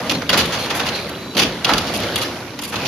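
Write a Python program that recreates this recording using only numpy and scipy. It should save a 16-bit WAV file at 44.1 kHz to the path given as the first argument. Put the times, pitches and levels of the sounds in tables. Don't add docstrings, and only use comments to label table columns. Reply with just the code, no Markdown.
import sys
import numpy as np
from scipy import signal
from scipy.io import wavfile

SR = 44100
rng = np.random.default_rng(int(sys.argv[2]) if len(sys.argv) > 2 else 0)


def elevation(decibels):
    levels = np.asarray(decibels, float)
    return 10 ** (levels / 20)


def unload_audio(sound):
    columns = np.transpose(np.atleast_2d(sound))
    steps = np.round(np.clip(columns, -1, 1) * 32767)
    wavfile.write(sys.argv[1], SR, steps.astype(np.int16))


N = 126567

# t/s, level/dB
STROKE_LOAD = [(0, -26.5), (.13, -28.5), (.2, -31), (.285, -35.5), (.31, -22.5), (.5, -25.5), (.65, -28),
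               (.9, -27.5), (1.1, -33), (1.32, -38.5), (1.46, -29), (1.63, -34.5), (1.7, -19),
               (1.83, -26.5), (2.05, -24.5), (2.2, -25.5), (2.35, -32), (2.55, -38.5), (2.71, -34.5),
               (2.78, -29), (2.87, -25.5)]
# f/Hz, relative density level/dB
RUMBLE_COLOUR = [(12, -71), (20, -31), (87, -3.5), (200, -0.5), (390, -1), (458, -11), (2500, -23.5),
                 (3250, -19), (5500, -120)]
RATTLE_COLOUR = [(290, -51), (500, 1.5), (1600, -8.5), (4150, -9), (6190, -25), (8070, -18.5), (9000, -55),
                 (11700, -73), (19800, -120)]
HISS_COLOUR = [(5000, 5), (7000, -4.5), (10500, 0.5), (13000, -19.5), (15800, -1)]
RUMBLE_DB, RUMBLE_FOLLOWS = -30, 0.45
HISS_DB, HISS_FOLLOWS = -40, 0.47
RATTLE_PER_S, RATTLE_SPREAD_DB = 4000, -0.5

TICKS_PER_S, TICK_DB, TICK_CYCLES = 320, -7, 60

# t/s, level/dB, body level/dB and treble level/dB relative to it, hold/s
ROW_CLANKS = [(0.0955, -5, -20, -33, 0.0043), (0.109, -9.5, -7, -22, 0.012), (0.149, -17, -18, -23, .002),
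              (0.2186, -17.5, 2.5, -42, 0.0021), (0.292, -7.5, -1, -16, 0.0083),
              (0.374, -4, -7, -17, 0.016), (0.455, -19, -40, -11, 0.0069), (0.659, -15.5, -2, -20, 0.0037),
              (0.887, -10.5, -10, -33, 0.0032), (1.09, -25.5, -3, -9, 0.0072), (1.348, -22, -13, -39, .008),
              (1.3674, -6.5, -6, -21, 0.015), (1.387, -4, -25, -28, 0.0054), (1.645, -5, -7.5, -21, 0.0049),
              (1.735, -5.5, -23, -19, 0.002), (1.7798, -6, -28, -16, 0.0041), (1.937, -16, -15, -14, 0.028),
              (1.972, -23.5, -2, -1, 0.0023), (2, -23.5, -8, -8, .004), (2.157, -13, -4.5, -6.5, 0.0046),
              (2.177, -19, -18, -9.5, 0.011), (2.589, -15.5, -5, -17.5, 0.0025),
              (2.616, -22.5, -18, -7.5, 0.01), (2.6336, -21.5, -17, -9, 0.022),
              (2.677, -33, -8, -1.5, 0.026), (2.756, -13, -11, -34, 0.008)]
ROW_SHUDDERS = [(0.059, -23.5, -1, -55, 0.0067), (0.326, -5, -0.5, -34, 0.0058),
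                (0.388, -7.5, -12, -22.5, 0.014), (0.518, -14, -2.5, -26, 0.026),
                (0.583, -20, -14, -16.5, 0.064), (0.696, -10, -5, -25, .006), (0.743, -18.5, 0, -11, 0.03),
                (0.789, -11, -3, -25, 0.0083), (0.853, -15.5, -4, -21, 0.018),
                (0.945, -20.5, -5, -21, 0.0099), (1.388, -2, -9, -21, 0.0036),
                (1.413, -6, -25, -25.5, 0.016), (1.685, -13, 7.5, -25, 0.01), (1.862, -18.5, -6, -24, 0.02),
                (2.015, -17.5, -6, -32, 0.021), (2.21, -15, -19, -15, 0.016),
                (2.72, -19.5, 1.5, -19, 0.017), (2.849, -12, -12, -27, 0.017)]
# f/Hz, level/dB, t60/s (held within 0.004 to 0.022 s when rung)
SPINDLE_MODES = [(2590, -8.5, 0.045), (2937, -2, 0.015), (3180, -19, 0.025), (4070, 2, 0.0039),
                 (4694, 0.5, 0.0067), (5890, -8.5, 0.0027)]
# f/Hz, relative density level/dB
CRACK_COLOUR = [(1500, -9), (3300, 7.5), (4600, -5.5), (5600, -3), (8000, -59.5)]
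BODY_COLOUR = [(400, 0), (800, 4.5), (1400, 4), (2600, -5)]
WIRE_COLOUR = [(6000, -1), (7000, 2), (9000, 3.5), (10500, 2.5), (15800, -12)]
SPINDLE_DB, CRACK_DB, BODY_DB, WIRE_DB = -17.5, -12, -9.5, 1
CONTACTS_PER_S, CONTACT_SPREAD_DB = 9000, 2
CLANK_ATTACK_S, SHUDDER_ATTACK_S = 0.0003, 0.0077
CLANK_T60_S, BODY_T60_S, WIRE_T60_S = 0.041, 0.099, 0.027
SHUDDER_LINGERS = 2.28

HALL_T60_S, HALL_DB, WALL_CUT_HZ, HALL_LOW_HZ = 0.27, -9, 10700, 895

# t/s, level/dB
FRAME_THUMPS = [(0.099, -11), (0.295, -15.5), (0.327, -10), (0.372, -11.5), (0.527, -22), (0.704, -16),
                (0.801, -17), (1.342, -7), (1.417, -11.5), (1.643, -24), (1.693, -7), (1.949, -13.5),
                (2.249, -32), (2.728, -14.5), (2.847, -15)]
# f/Hz, relative density level/dB
THUMP_COLOUR = [(40, -13), (150, -1.5), (300, 2), (600, -10.5), (1500, -19)]
THUMP_ATTACK_S, THUMP_HOLD_S, THUMP_T60_S, THUMP_DB = 0.01, 0.019, 0.38, -12.5

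# start t/s, length/s, f/Hz, level/dB (rms), pitch wander/Hz
STEEL_SQUEALS = [(.12, .16, 6050, -48, 50), (.12, .06, 4200, -34, 60), (.58, .08, 4200, -34, 80),
                 (.59, .04, 6050, -39, 40), (.93, .15, 4080, -39, 70), (.94, .035, 4060, -30, 70),
                 (.935, .07, 6000, -43, 50), (1.1, .27, 3937, -43.5, 12), (1.138, .02, 2850, -32, 20),
                 (1.655, .035, 1350, -30, 40), (2.21, .04, 1250, -31, 30), (2.798, .018, 4900, -37, 40)]
SQUEAL_FADE_S, SQUEAL_FLICKER_DB = 0.008, 2.5

# t/s, level/dB
LATCH_HITS = [(.2927, -12), (.302, -16), (1.647, -15), (1.6525, -18), (2.158, -15), (2.164, -19)]
# f/Hz, level/dB, t60/s
LATCH_MODES = [(2800, -2, .04), (3050, -3, .04), (3350, 0, .04), (3720, -5, .04), (4620, -2, .045)]

# f/Hz, left-right likeness (1 = identical)
STEREO_LIKENESS = [(100, 1), (380, .98), (700, 0.95), (1400, 0.78), (2800, 0.56), (6000, 0.019),
                   (15000, .05)]
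# f/Hz, left minus right level/dB
STEREO_LEAN = [(300, 0), (700, -0.5), (1500, -2), (2800, -2.5), (5000, 0.2)]
NOTCH_HZ, NOTCH_WIDE_HZ, NOTCH_NARROW_HZ = 8246, 1830, 815
TOP_HZ, OVERLOAD = 16100, 1.1


def rms_one(x):
    return x / np.sqrt(np.mean(x ** 2) + 1e-20)


def at_hz(points, hz):
    table_hz, value = np.transpose(points)
    return np.interp(np.log(hz), np.log(table_hz), value)


def drift(rate_hz):
    r = np.exp(-80 * np.pi * rate_hz / SR)
    noise = rng.standard_normal(N // 40 + 2002)
    slow = signal.lfilter([1], [1, -2 * r, r * r], noise)[2000:]
    return np.interp(np.arange(N) / 40, np.arange(len(slow)), rms_one(slow))


def grains(per_s, spread_db):
    moments = rng.random(N) < per_s / SR
    size_db = spread_db * np.minimum(rng.exponential(1, N), 5)
    return rms_one(moments * elevation(size_db) * rng.standard_normal((2, 2, N)))


def spread(mid_side, hz):
    alike = at_hz(STEREO_LIKENESS, hz)
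    mid = np.sqrt(1 + alike) * mid_side[0]
    side = np.sqrt(1 - alike) * mid_side[1]
    pair = mid + side * [[1], [-1]]
    lean_db = at_hz(STEREO_LEAN, hz) / 2 * np.array([[1], [-1]])
    return pair * elevation(lean_db) / np.sqrt(2)


def coloured(trains, colour, patchy_db=0):
    out, power = 0, 0
    bottom, top = colour[0][0], colour[-1][0]
    edges = bottom * 2 ** np.arange(0, np.log2(top / bottom) + .01, 1 / 3)
    for k, (low, high) in enumerate(zip(edges, edges[1:])):
        centre = np.sqrt(low * high)
        band_pass = signal.butter(2, [low, high], "band", fs=SR, output="sos")
        band = signal.sosfilt(band_pass, trains[k % 2])
        gain = elevation(at_hz(colour, centre))
        power += gain ** 2 * (high - low) * 2 / SR
        wander = elevation(patchy_db * drift(2.66)) if patchy_db else 1
        out = out + gain * spread(band, centre) * wander
    return out / np.sqrt(power)


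def resonance(x, hz, width_hz):
    r = np.exp(-np.pi * width_hz / SR)
    poles = [1, -2 * r * np.cos(2 * np.pi * hz / SR), r * r]
    return signal.lfilter([1, 0, -1], poles, x) * np.sqrt((1 - r * r) / 2)


def bursts(starts, dbs, holds, attacks, t60_s):
    t, power = np.arange(N) / SR, np.full(N, 1e-18)
    for start, db, hold, attack, t60 in np.broadcast(starts, dbs, holds, attacks, t60_s):
        first = int(start * SR)
        u = t[first:first + SR // 2] - start
        release_db = -60 * np.maximum(u - attack - hold, 0) / t60
        shape = np.clip(u / attack, 0, 1) * elevation(db + release_db)
        power[first:first + len(u)] += shape ** 2
    return np.sqrt(power)


def stroke_load_db():
    return np.interp(np.arange(N) / SR, *np.transpose(STROKE_LOAD))


def rumble(swing_db):
    noise = rng.standard_normal((2, 2, N))
    return elevation(RUMBLE_DB + RUMBLE_FOLLOWS * swing_db) * coloured(noise, RUMBLE_COLOUR, patchy_db=2.0)


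def rattle(load_db):
    contacts = grains(RATTLE_PER_S, RATTLE_SPREAD_DB)
    return elevation(load_db) * coloured(contacts, RATTLE_COLOUR, patchy_db=2.2)


def wire_hiss(swing_db):
    noise = rng.standard_normal((2, 2, N))
    return elevation(HISS_DB + HISS_FOLLOWS * swing_db) * coloured(noise, HISS_COLOUR, patchy_db=1.5)


def drive():
    load_db = stroke_load_db()
    swing_db = load_db - load_db.mean()
    return rumble(swing_db) + rattle(load_db) + wire_hiss(swing_db)


def ticks():
    struck = (rng.random(N) < TICKS_PER_S / SR) * rng.standard_normal((2, N)) + 1e-18
    pitches = np.geomspace(1200, 4900, 16)
    dealt, out = rng.integers(0, len(pitches), N), 0
    for k, hz in enumerate(pitches):
        width_hz = np.log(1000) / np.pi * hz / TICK_CYCLES
        out = out + spread(resonance(struck * (dealt == k), hz, width_hz), hz)
    return elevation(stroke_load_db() + TICK_DB) * rms_one(out)


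def clanks():
    start, db, body_db, treble_db, hold = np.transpose(ROW_CLANKS + ROW_SHUDDERS)
    counts = [len(ROW_CLANKS), len(ROW_SHUDDERS)]
    attack = np.repeat([CLANK_ATTACK_S, SHUDDER_ATTACK_S], counts)
    lingers = np.repeat([1, SHUDDER_LINGERS], counts)
    contacts = grains(CONTACTS_PER_S, CONTACT_SPREAD_DB)

    def hit(level_db, t60_s):
        return contacts * bursts(start, level_db, hold, attack, t60_s * lingers)

    crack = elevation(CRACK_DB) * coloured(hit(db, CLANK_T60_S), CRACK_COLOUR)
    body = elevation(BODY_DB) * coloured(hit(db + body_db, BODY_T60_S), BODY_COLOUR)
    wire = elevation(WIRE_DB) * coloured(hit(db + treble_db, WIRE_T60_S), WIRE_COLOUR)
    out = crack + body + wire
    luck_db = rng.normal(0, 3.2, (len(start), len(SPINDLE_MODES)))
    for k, (hz, mode_db, t60) in enumerate(SPINDLE_MODES):
        width_hz = np.log(1000) / (np.pi * np.clip(t60, .004, .022))
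        ring = resonance(hit(db + luck_db[:, k], CLANK_T60_S)[k % 2], hz, width_hz)
        out += elevation(SPINDLE_DB + mode_db) * spread(ring, hz)
    return out


def hall(x):
    out, dull = np.zeros((2, N)), np.exp(-2 * np.pi * WALL_CUT_HZ / SR)
    lags = (rng.uniform(.02, .05, 12) * SR).astype(int)
    for k, lag in enumerate(lags):
        gain = elevation(-60 * lag / SR / HALL_T60_S)
        loop, state = x.copy(), [0.]
        for i in range(lag, N, lag):
            back, state = signal.lfilter([gain * (1 - dull)], [1, -dull], loop[i - lag:i], zi=state)
            loop[i:i + lag] += back[:N - i]
        out[k % 2] += (loop - x) * (-1) ** (k // 2)
    return out


def thumps():
    start, db = np.transpose(FRAME_THUMPS)
    swell = bursts(start, db, THUMP_HOLD_S, THUMP_ATTACK_S, THUMP_T60_S)
    push = rng.standard_normal((2, 2, N)) * swell
    return elevation(THUMP_DB) * coloured(push, THUMP_COLOUR)


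def squeals():
    t, out = np.arange(N) / SR, 0
    for start, length, hz, db, wander_hz in STEEL_SQUEALS:
        phase = 2 * np.pi * np.cumsum(hz + wander_hz * drift(120)) / SR
        tone = np.sqrt(2) * np.sin(phase + [[0], [1]])
        gate = np.clip(np.minimum(t - start, start + length - t) / SQUEAL_FADE_S, 0, 1)
        out = out + elevation(db + SQUEAL_FLICKER_DB * drift(40)) * gate * tone
    return out


def latch():
    start, db = np.transpose(LATCH_HITS)
    out, luck_db = 0, rng.normal(0, 1.55, (len(start), len(LATCH_MODES), 2))
    for k, (hz, mode_db, t60) in enumerate(LATCH_MODES):
        strength = elevation((db + mode_db)[:, None] + luck_db[:, k])
        clicks = np.full((2, N), 1e-18)
        clicks[:, (start * SR).astype(int)] = (np.sign(luck_db[:, k]) * strength).T
        r, w = elevation(-60 / (t60 * SR)), 2 * np.pi * hz / SR
        ring = signal.lfilter([0, np.sin(w)], [1, -2 * r * np.cos(w), r * r], clicks)
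        out = out + spread(ring, hz)
    return out


def scene():
    machine = drive()
    blows = ticks() + clanks() + latch()
    high_pass = signal.butter(2, HALL_LOW_HZ, "high", fs=SR, output="sos")
    bright = signal.sosfilt(high_pass, blows.mean(axis=0))
    return machine + blows + elevation(HALL_DB) * hall(bright) + thumps() + squeals()


def top_cut(x):
    return signal.sosfilt(signal.butter(12, 15760, fs=SR, output="sos"), x)


def record(dry):
    x = dry
    for width_hz in (NOTCH_WIDE_HZ, NOTCH_NARROW_HZ):
        x = signal.lfilter(*signal.iirnotch(NOTCH_HZ, NOTCH_HZ / width_hz, fs=SR), x)
    x = signal.sosfilt(signal.cheby2(10, 60, TOP_HZ, fs=SR, output="sos"), x)
    mix = OVERLOAD * np.tanh(x / OVERLOAD)
    return top_cut(mix)


dry = scene()
out = record(dry)
unload_audio(out)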